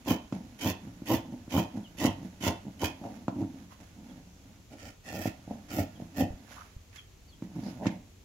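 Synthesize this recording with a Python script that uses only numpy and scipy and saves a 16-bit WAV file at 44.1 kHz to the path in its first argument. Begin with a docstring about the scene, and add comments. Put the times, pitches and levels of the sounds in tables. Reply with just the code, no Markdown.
"""Small room, worktable: heavy tailor's scissors cut cotton close to a phone.
Each stroke snaps a run of threads (random impulses): the blades hiss and ring, and stick-slip pushes
drum on the table modes. Between strokes the scissors open, knock and slide on (impulses and slips through
the same modes), cloth brushes past (filtered noise) and a hand bumps the table (damped sines).
A small bird chirps far off (falling sines with reflections) over room tone and hiss (coloured noise)."""
import sys
import numpy as np
from scipy import signal
from scipy.fft import rfft, irfft
from scipy.io import wavfile
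from scipy.ndimage import uniform_filter1d

SR = 44100
rng = np.random.default_rng(int(sys.argv[2]) if len(sys.argv) > 2 else 0)


def log_audio(samples):
    """Write samples as a 16-bit WAV file to the path given in sys.argv[1]."""
    # one column per channel
    frames = np.atleast_2d(samples).T
    # limit to full scale, then quantise
    limited = np.clip(frames, -1, 1)
    pcm = np.round(limited * 32767).astype(np.int16)
    wavfile.write(sys.argv[1], SR, pcm)


N = 363428
T = np.arange(N) / SR


def undb(db):
    """Decibels to gain."""
    return 10 ** (np.asarray(db) / 20)


def unit(h):
    """Impulse response scaled to pass white noise at the same level."""
    return h / np.sqrt(np.mean(np.sum(h ** 2, axis=-1)))


def through(x, h):
    """Sound through a one- or two-channel impulse response."""
    return signal.fftconvolve(np.atleast_2d(x), np.atleast_2d(h), axes=-1)[:, :N]


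def colour(points, size=1024):
    """Minimum-phase impulse response with the given spectrum, by folding the cepstrum."""
    point_hz, point_db = np.transpose(points)
    bin_hz = np.maximum(np.arange(size // 2 + 1) * SR / size, 1)
    gain = undb(np.interp(np.log(bin_hz), np.log(point_hz), point_db))
    cepstrum = irfft(np.log(gain))
    cepstrum[1:size // 2] *= 2
    cepstrum[size // 2 + 1:] = 0
    return irfft(np.exp(rfft(cepstrum)))


def ring(modes, size=12000):
    """Impulse response of damped modes, all set going at once."""
    t = np.arange(size) / SR
    h = np.zeros(size)
    for hz, width_hz, db in modes:
        decay = np.exp(-np.pi * width_hz * t)
        h += undb(db) * width_hz * decay * np.cos(2 * np.pi * hz * t)
    return unit(h)


def band(x, lo_hz, hi_hz, order=3):
    """Butterworth band-pass."""
    sos = signal.butter(order, [lo_hz, min(hi_hz, SR * .45)], "band", fs=SR, output="sos")
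    return signal.sosfilt(sos, x)


def tail(t60_s, size=22050):
    """Dense reflections dying away, unrelated left and right."""
    t = np.arange(size) / SR
    return unit(rng.standard_normal((2, size)) * np.exp(-np.log(1000) * t / t60_s))


def snaps(rate_hz, spread_db):
    """Irregular tiny impulses of uneven size; rms 1."""
    hits = rng.random(N) < rate_hz / SR
    signs = rng.choice([-1, 1], N)
    x = hits * signs * undb(spread_db * np.minimum(rng.standard_exponential(N), 4))
    return x / x.std()


def walk(rate_hz):
    """Smooth random drift, spread near 1."""
    k = max(int(SR / rate_hz), 1)
    x = uniform_filter1d(np.repeat(rng.standard_normal(N // k + 1), k)[:N], k)
    return x / x.std()


def burst(impulses, decay_s):
    """Each impulse becomes a short noise burst of equal energy, unrelated left and right; the power decays."""
    keep = np.exp(-1 / (decay_s * SR))
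    power = signal.lfilter([1 - keep], [1, -keep], impulses ** 2)
    return np.sqrt(power) * rng.standard_normal((2, N))


def stick_slip(rate_hz, wander, jitter, spread_db):
    """Run of slips: the pace drifts, each slip has its own timing and size; rms 1."""
    pace_hz = rate_hz * np.exp(wander * walk(14) + jitter * walk(400))
    phase = np.cumsum(pace_hz) / SR
    slips = np.diff(np.floor(phase), prepend=0)
    x = slips * undb(spread_db * np.clip(rng.standard_normal(N), -2, 2))
    return x / x.std()


def place(x, pan_db):
    """Level difference, left minus right, of pan_db."""
    return x * undb(np.array([[pan_db], [-pan_db]]) / 2)


def crosswise():
    """True while the scissors have left the curve and work on the cross cut."""
    from_s, to_s = 4, 6.4
    return (T > from_s) & (T < to_s)


def room(x):
    """Bare walls: the middle range rings longest, the treble dies soonest; the bass is alike on both sides."""
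    bass = undb(-11.5) * band(tail(0.29)[:1], 69, 650)
    middle = undb(-8) * band(tail(.34), 600, 4500)
    treble = undb(-20) * band(tail(.15), 4500, 15000)
    return x + through(x, bass + middle + treble)


def air(alike_hz=450, level_db=-56):
    """Room tone and microphone hiss: coloured noise, bass shared by both sides; the shared part swells a little."""
    # noise spectrum: (frequency [Hz], relative level [dB])
    air_spectrum = [(15, -33), (25, -7), (91, 2), (148, -10), (247, -13.5), (380, -17), (670, -24.5),
                    (1590, -30), (2600, -27.5), (5000, -31), (6800, -28), (9000, -42), (11000, -36.5),
                    (15700, -41)]
    mid, side = through(rng.standard_normal((2, N)), unit(colour(air_spectrum, size=8192)))
    side = signal.sosfilt(signal.butter(1, alike_hz, "high", fs=SR, output="sos"), side)
    mid = mid * undb(0.25 * walk(3.67))
    return undb(level_db) * (mid + undb(-1.0) * side * np.array([[1], [-1]]))


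def bird():
    """Short falling whistles with a slight warble, blurred by reflections."""
    # chirps: (start [s], start pitch [Hz], end pitch [Hz], length [s], relative level [dB])
    chirps = [(1.833, 3540, 2650, 0.045, -48), (2.077, 3570, 2770, 0.025, -37),
              (4.084, 3620, 3040, .04, -59), (5.94, 3600, 2880, 0.044, -55),
              (6.195, 3530, 2780, 0.042, -39), (6.97, 3500, 3000, 0.039, -42.5),
              (7.274, 4850, 4070, 0.045, -58), (7.311, 3660, 2900, 0.046, -55)]
    out, warble = np.zeros(N), 1 + 0.0057 * walk(500)
    for s, start_hz, end_hz, length_s, db in chirps:
        k, i = int(length_s * SR), int(s * SR)
        hz = np.geomspace(start_hz, end_hz, k) * warble[i:i + k]
        out[i:i + k] += undb(db) * np.hanning(k) * np.sin(2 * np.pi * np.cumsum(hz) / SR)
    return undb(-5) * (out + through(out, tail(.18)))


def brushes():
    """Cloth brushes past the blades and the table edge: short, narrow, scratchy swishes."""
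    # swishes: (centre time [s], length [s], centre frequency [Hz], level before panning [dB])
    swishes = [(3.72, 0.047, 1070, -53.5), (4.334, 0.35, 6270, -69), (6.524, 0.023, 1560, -50.5),
               (6.583, 0.055, 1100, -47), (6.616, 0.028, 1210, -45), (6.993, 0.03, 2350, -57),
               (7.672, 0.15, 4730, -56), (7.897, 0.2, 2260, -57), (7.865, 0.11, 1810, -48.5)]
    out, fibres = np.zeros((2, N)), burst(snaps(900, 1.2), decay_s=0.00085)
    for s, length_s, hz, db in swishes:
        k, i = int(length_s * SR), int((s - length_s / 2) * SR)
        swish = band(fibres[:, i:i + k], hz / 1.15, hz * 1.15, order=2)
        out[:, i:i + k] += undb(db) * np.hanning(k) * swish / swish.std()
    return place(out, -1.5)


def bumps(decay_s=0.0063):
    """A hand leans on the table: heavily damped low sines."""
    # soft bumps: (time [s], level before damping [dB], pitch [Hz])
    hand_bumps = [(6.305, -26.5, 75), (6.337, -31, 47.97), (6.765, -29, 65.9)]
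    out = np.zeros(N)
    for s, db, hz in hand_bumps:
        t = np.maximum(T - s, 0)
        out += undb(db) * np.sin(2 * np.pi * hz * t) * np.exp(-np.minimum(t / decay_s, 50))
    return out


def table(soft_push, hard_push, lowest_hz, soft_hz, hard_hz):
    """Soft pushes reach the low tabletop modes, hard steel contact the upper ones, with a little chatter."""
    # worktable modes: (frequency [Hz], width [Hz], relative level [dB])
    table_modes = [(96.3, 26.8, 9.5), (129, 21, -6), (181.8, 32.5, 2), (231.8, 49, 2), (275, 37, -2.5),
                   (315, 11.6, -2), (423, 14, -7), (551, 105, -3), (619, 54, 0.5), (698.3, 28, 1),
                   (808, 81, -9.5), (901.4, 29, -1.5), (990, 29, -2.5), (1220, 15, -24), (1300, 130, -10.5)]
    body = ring(table_modes)
    soft = soft_push + undb(-19.0) * burst(soft_push, decay_s=0.0029)
    hard = hard_push + undb(-8.0) * burst(hard_push, decay_s=0.013)
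    low = through(soft, unit(band(body, lowest_hz, soft_hz, order=3)))
    high = through(hard, unit(band(body, 394, hard_hz, order=5)))
    return place(low, -1.27) + place(high, -1.4)


def shoves():
    """Rumble, scrape and rustle over time: each shove speeds up and runs out, over small hand motions."""
    # scissors and cloth pushed over the table: (fastest moment [s], rise per 20 dB [s], fall per 20 dB [s],
    # relative low rumble [dB], relative scrape [dB], relative cloth rustle [dB])
    pushes = [(0.343, 0.028, 0.11, -31.5, -48.5, -59), (0.850, 0.098, 0.22, -40.5, -59, -66),
              (1.324, 0.12, .1, -36.5, -52.5, -71), (1.770, 0.069, 0.073, -34, -50, -61),
              (2.257, 0.16, .05, -36, -52, -61.5), (2.674, 0.062, 0.054, -37, -53, -77),
              (3.044, 0.047, 0.12, -41, -43.5, -59.5), (3.160, 0.15, 0.044, -40.5, -55, -60.5),
              (3.411, .13, 0.1, -27.5, -46.5, -59.5), (3.618, 0.36, 0.1, -44.5, -60.5, -62.5),
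              (3.724, 0.048, .05, -64, -64, -56.5), (3.802, 0.026, .2, -53, -59.5, -60.5),
              (4.126, 0.41, 0.26, -44.5, -58.5, -64), (4.500, 0.37, 0.25, -54.5, -67, -69),
              (5.512, 0.041, 0.14, -38, -47.5, -61.5), (6.013, 0.06, 0.097, -36.5, -51.5, -66),
              (6.526, 0.11, 0.24, -56.5, -57.5, -52.5), (6.963, 0.057, 0.078, -72, -88, -54.5),
              (7.440, 0.024, 0.055, -37.5, -56, -62), (7.559, 0.038, 0.23, -33, -54, -68),
              (7.677, 0.24, 0.25, -36.5, -50, -56.5), (7.851, 0.055, 0.033, -28, -30.5, -55.5),
              (7.906, .03, .11, -36, -47, -62)]
    # spells of work in which the hand never quite rests: (from [s], to [s])
    busy_spells = [(0, 3.25), (5.3, 6.45)]
    fidget_db = (-54.5, -66, -67)  # rumble, scrape, rustle
    busy = sum((T > from_s) & (T < to_s) for from_s, to_s in busy_spells)
    power = np.outer(undb(fidget_db), busy) ** 2
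    for s, rise_s, fall_s, *db in pushes:
        speed = undb(-20 * np.minimum(np.maximum((s - T) / rise_s, (T - s) / fall_s), 10))
        power += np.outer(undb(db), speed) ** 2
    return np.sqrt(power)


def slides():
    """The lower blade stutters over the tabletop (stick-slip) and drags the cloth with it."""
    # cloth spectrum: (frequency [Hz], relative level [dB])
    cloth_spectrum = [(650, -25), (1100, -5.5), (2360, -9.5), (4760, -15.5), (6750, -12.5), (8880, -36),
                      (10300, -16.5), (15000, -29)]
    rumble, scrape, rustle = shoves()
    slips = stick_slip(rate_hz=190, wander=.2, jitter=.25, spread_db=4.5)
    wood = table(rumble * slips, scrape * slips, lowest_hz=114.5, soft_hz=299.6, hard_hz=907)
    fibres = burst(rustle * snaps(1500, 1.7), decay_s=0.0015)
    cloth = through(fibres, unit(colour(cloth_spectrum)))
    return undb(-1.0) * wood + undb(-1.0) * place(cloth, -12)


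def knocks():
    """Blades meet at the end of a stroke, or scissors drop on the table as they open; duller in the cross cut."""
    # steel on table: (time [s], relative thump [dB], relative hard upper part [dB], relative blade click [dB])
    steel_knocks = [(0.108, -15, -27, -56), (0.324, -18.5, -32, -43), (1.019, -27, -49, -65),
                    (1.139, -12.5, -37, -56), (1.478, -30.5, -50, -65), (1.577, -16.5, -22.5, -54),
                    (1.982, -34, -55, -56), (2.049, -11.5, -21, -43), (2.408, -31, -52, -56),
                    (2.652, -31, -51, -62), (3.013, -30, -53, -66), (3.04, -39, -39, -58),
                    (3.281, -16, -23, -42), (3.435, -28.5, -41, -78), (5.142, -28.5, -31, -66),
                    (5.195, -28, -37, -68), (5.255, -18, -21, -51), (5.274, -18, -46, -36.5),
                    (5.476, -31.5, -39, -63), (5.508, -31, -33, -68), (5.785, -17, -22, -57),
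                    (5.999, -34, -37.5, -70), (6.206, -22.5, -27, -43), (6.929, -55, -66, -53),
                    (6.959, -57, -57, -41.5), (7.422, -23, -44, -53), (7.559, -32, -49, -72),
                    (7.857, -18.5, -28, -42), (7.867, -11.5, -33, -30)]
    # click spectrum: (frequency [Hz], relative level [dB])
    click_spectrum = [(900, -36), (1500, -12), (2400, -7), (4000, -15.5), (7000, -16), (9000, -34),
                      (15000, -38)]
    blows, across = np.zeros((3, N)), crosswise()
    for s, *db in steel_knocks:
        blows[:, int(s * SR)] += undb(db)
    blows = blows * undb(17.5)
    along_curve = table(*blows[:2] * ~across, lowest_hz=121.0, soft_hz=336, hard_hz=1374)
    cross_cut = table(*blows[:2] * across, lowest_hz=108, soft_hz=342, hard_hz=796)
    click = through(burst(blows[2], decay_s=0.0055), unit(colour(click_spectrum)))
    return along_curve + cross_cut + place(click, -7.5)


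def grip(t, rise_s):
    """The edges take hold: 0 before a stroke, 1 once they cut."""
    return np.clip(t / rise_s, 0, 1) ** 1.05


def swell(t, rise_s, rise_db, hold_s, fall_db_per_s):
    """Gain of an effort that grows to its top, holds and dies away."""
    build_db = -rise_db * np.clip(1 - t / rise_s, 0, 1)
    return undb(build_db - fall_db_per_s * np.maximum(t - rise_s - hold_s, 0))


def strokes():
    """Crunch, fizz, low push and hard push over time: the edges take hold, cut harder, then let go."""
    # closing strokes: (start [s], length [s], time to hardest bite [s], relative thread crunch [dB],
    # relative edge fizz [dB], relative low drumming [dB], relative hard upper part [dB])
    closings = [(0.044, 0.076, 0.061, -42.5, -43, -20, -29), (0.582, .112, 0.092, -42, -43, -24, -33),
                (1.050, 0.094, 0.071, -42, -41, -22, -30.5), (1.488, 0.11, 0.093, -43.5, -44, -21.5, -30),
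                (1.965, 0.1, 0.091, -41.5, -46, -22.5, -31), (2.4, 0.08, 0.071, -40, -44.5, -22.5, -30),
                (2.787, 0.072, 0.043, -42, -46, -23, -30), (4.688, 0.041, 0.023, -55.5, -68, -40, -48),
                (4.761, 0.13, 0.098, -52, -63, -43, -49), (5.031, .242, 0.16, -45, -51, -34, -39),
                (5.677, .13, 0.12, -42.5, -46, -25, -36), (6.138, 0.073, 0.074, -41, -45.5, -20.5, -30.5)]
    grip_s, fizz_lead_s = 0.039, 0.0039  # the fizz stops a little before the crunch
    push = dict(rise_db=18, hold_s=0.0024, fall_db_per_s=289)  # builds up to the bite, holds, eases off
    out, t = np.zeros((4, N)), T[:SR]
    for s, length_s, bite_s, *db in closings:
        crunch = swell(t, length_s, rise_db=6, hold_s=0, fall_db_per_s=377)
        fizz = swell(t, length_s - fizz_lead_s, rise_db=8.5, hold_s=0, fall_db_per_s=449)
        low_push = swell(t, bite_s, **push)
        hard_push = swell(t, bite_s, **push)
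        course = [crunch, fizz * grip(t, length_s / 2), low_push, hard_push]
        i = int(s * SR)
        out[:, i:i + SR] += undb(db)[:, None] * course * grip(t, grip_s)
    return out


def drumming(press):
    """The lower blade passes the jolts of the cut into the table; the cross cut reaches fewer upper modes."""
    pushes = press * stick_slip(rate_hz=300, wander=.2, jitter=.3, spread_db=4.5)
    along = table(*pushes * ~crosswise(), lowest_hz=72.0, soft_hz=360, hard_hz=1097)
    across = table(*pushes * crosswise(), lowest_hz=65.6, soft_hz=308, hard_hz=806)
    return undb(-1.0) * along + undb(-1.05) * across


def glance(x, lag_s=0.00118, wander=0.12, echo_db=-6):
    """The tabletop reflects the sound: one echo whose lag wanders at random."""
    lag = lag_s * np.exp(wander * uniform_filter1d(walk(12), 2000))
    return x + undb(echo_db) * np.array([np.interp(T - lag, T, side) for side in x])


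def shear(crunch, fizz, spectrum, rate_hz, spread_db, catch_db, ring_db, fizz_db):
    """Threads snap between the edges in bunches; each tiny crack rings the steel, with a fizz on top."""
    # blade ringing: (frequency [Hz], width [Hz], relative level [dB])
    blade_modes = [(1740, 23, -5.5), (1992, 20, -13.5), (2492, 21, -1.5), (2675, 23, -2), (2910, 90, -27),
                   (3080, 160, -6), (3200, 28, -7), (3470, 14, -5)]
    # the microphone on the right is nearer to the blades: (frequency [Hz], left minus right [dB])
    side_tilt = [(1500, -1.5), (2500, -6), (5000, -7), (8500, -6.5), (13000, -5.5), (15500, -11)]
    threads = snaps(rate_hz, spread_db) * undb(catch_db * walk(170))
    cracks = burst(threads, decay_s=.0004)
    h = colour(spectrum)
    bite = through(crunch * cracks, unit(band(h, 990, 10970)))
    steel = through(crunch * cracks, ring(blade_modes))
    edge_fizz = through(fizz * cracks, unit(band(h, 9510, 16700)))
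    sound = bite + undb(ring_db) * steel + undb(fizz_db) * edge_fizz
    ports = [colour([(hz, side * db / 2) for hz, db in side_tilt]) for side in (1, -1)]
    return through(glance(sound), ports)


def cuts(edges):
    """Along the curve the full blades bite; the cross cut has less gain, less steel ring and more fizz."""
    # cut along the curve: (frequency [Hz], relative level [dB])
    curve_spectrum = [(820, -54), (1400, -1), (1600, -5), (1880, 2), (2120, -3), (2510, -5.5), (2810, -5),
                      (3070, -6), (3880, -10), (6360, -6.5), (7320, -10), (8350, -25), (11400, -4),
                      (13400, 1), (15600, -11)]
    # cut across the cloth: (frequency [Hz], relative level [dB])
    cross_spectrum = [(1000, -5.5), (1400, 2.5), (1600, -19), (1830, 8), (2120, -6), (2600, -1),
                      (3300, -12), (3850, -15), (5000, -7.5), (6000, -9), (7200, -10), (9000, -19.5),
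                      (12000, -5), (15600, -12)]
    grit = dict(rate_hz=1700, spread_db=2.3, catch_db=1.6)
    along = shear(*edges * ~crosswise(), curve_spectrum, ring_db=-4.5, fizz_db=1.5, **grit)
    across = shear(*edges * crosswise(), cross_spectrum, ring_db=-17.5, fizz_db=3, **grit)
    return undb(4.0) * along + undb(.5) * across


def scene():
    """Scissors, table and cloth in the room, over the bird and the still air."""
    edges, press = np.split(strokes(), 2)
    handling = slides() + knocks() + bumps() + brushes()
    return room(cuts(edges) + drumming(press) + handling) + bird() + air()


def record(dry):
    """The phone cuts the top: steep elliptic low-pass."""
    top_hz = 15750
    return signal.sosfilt(signal.ellip(10, .2, 70, top_hz, fs=SR, output="sos"), dry)


dry = scene()
out = record(dry)
log_audio(out)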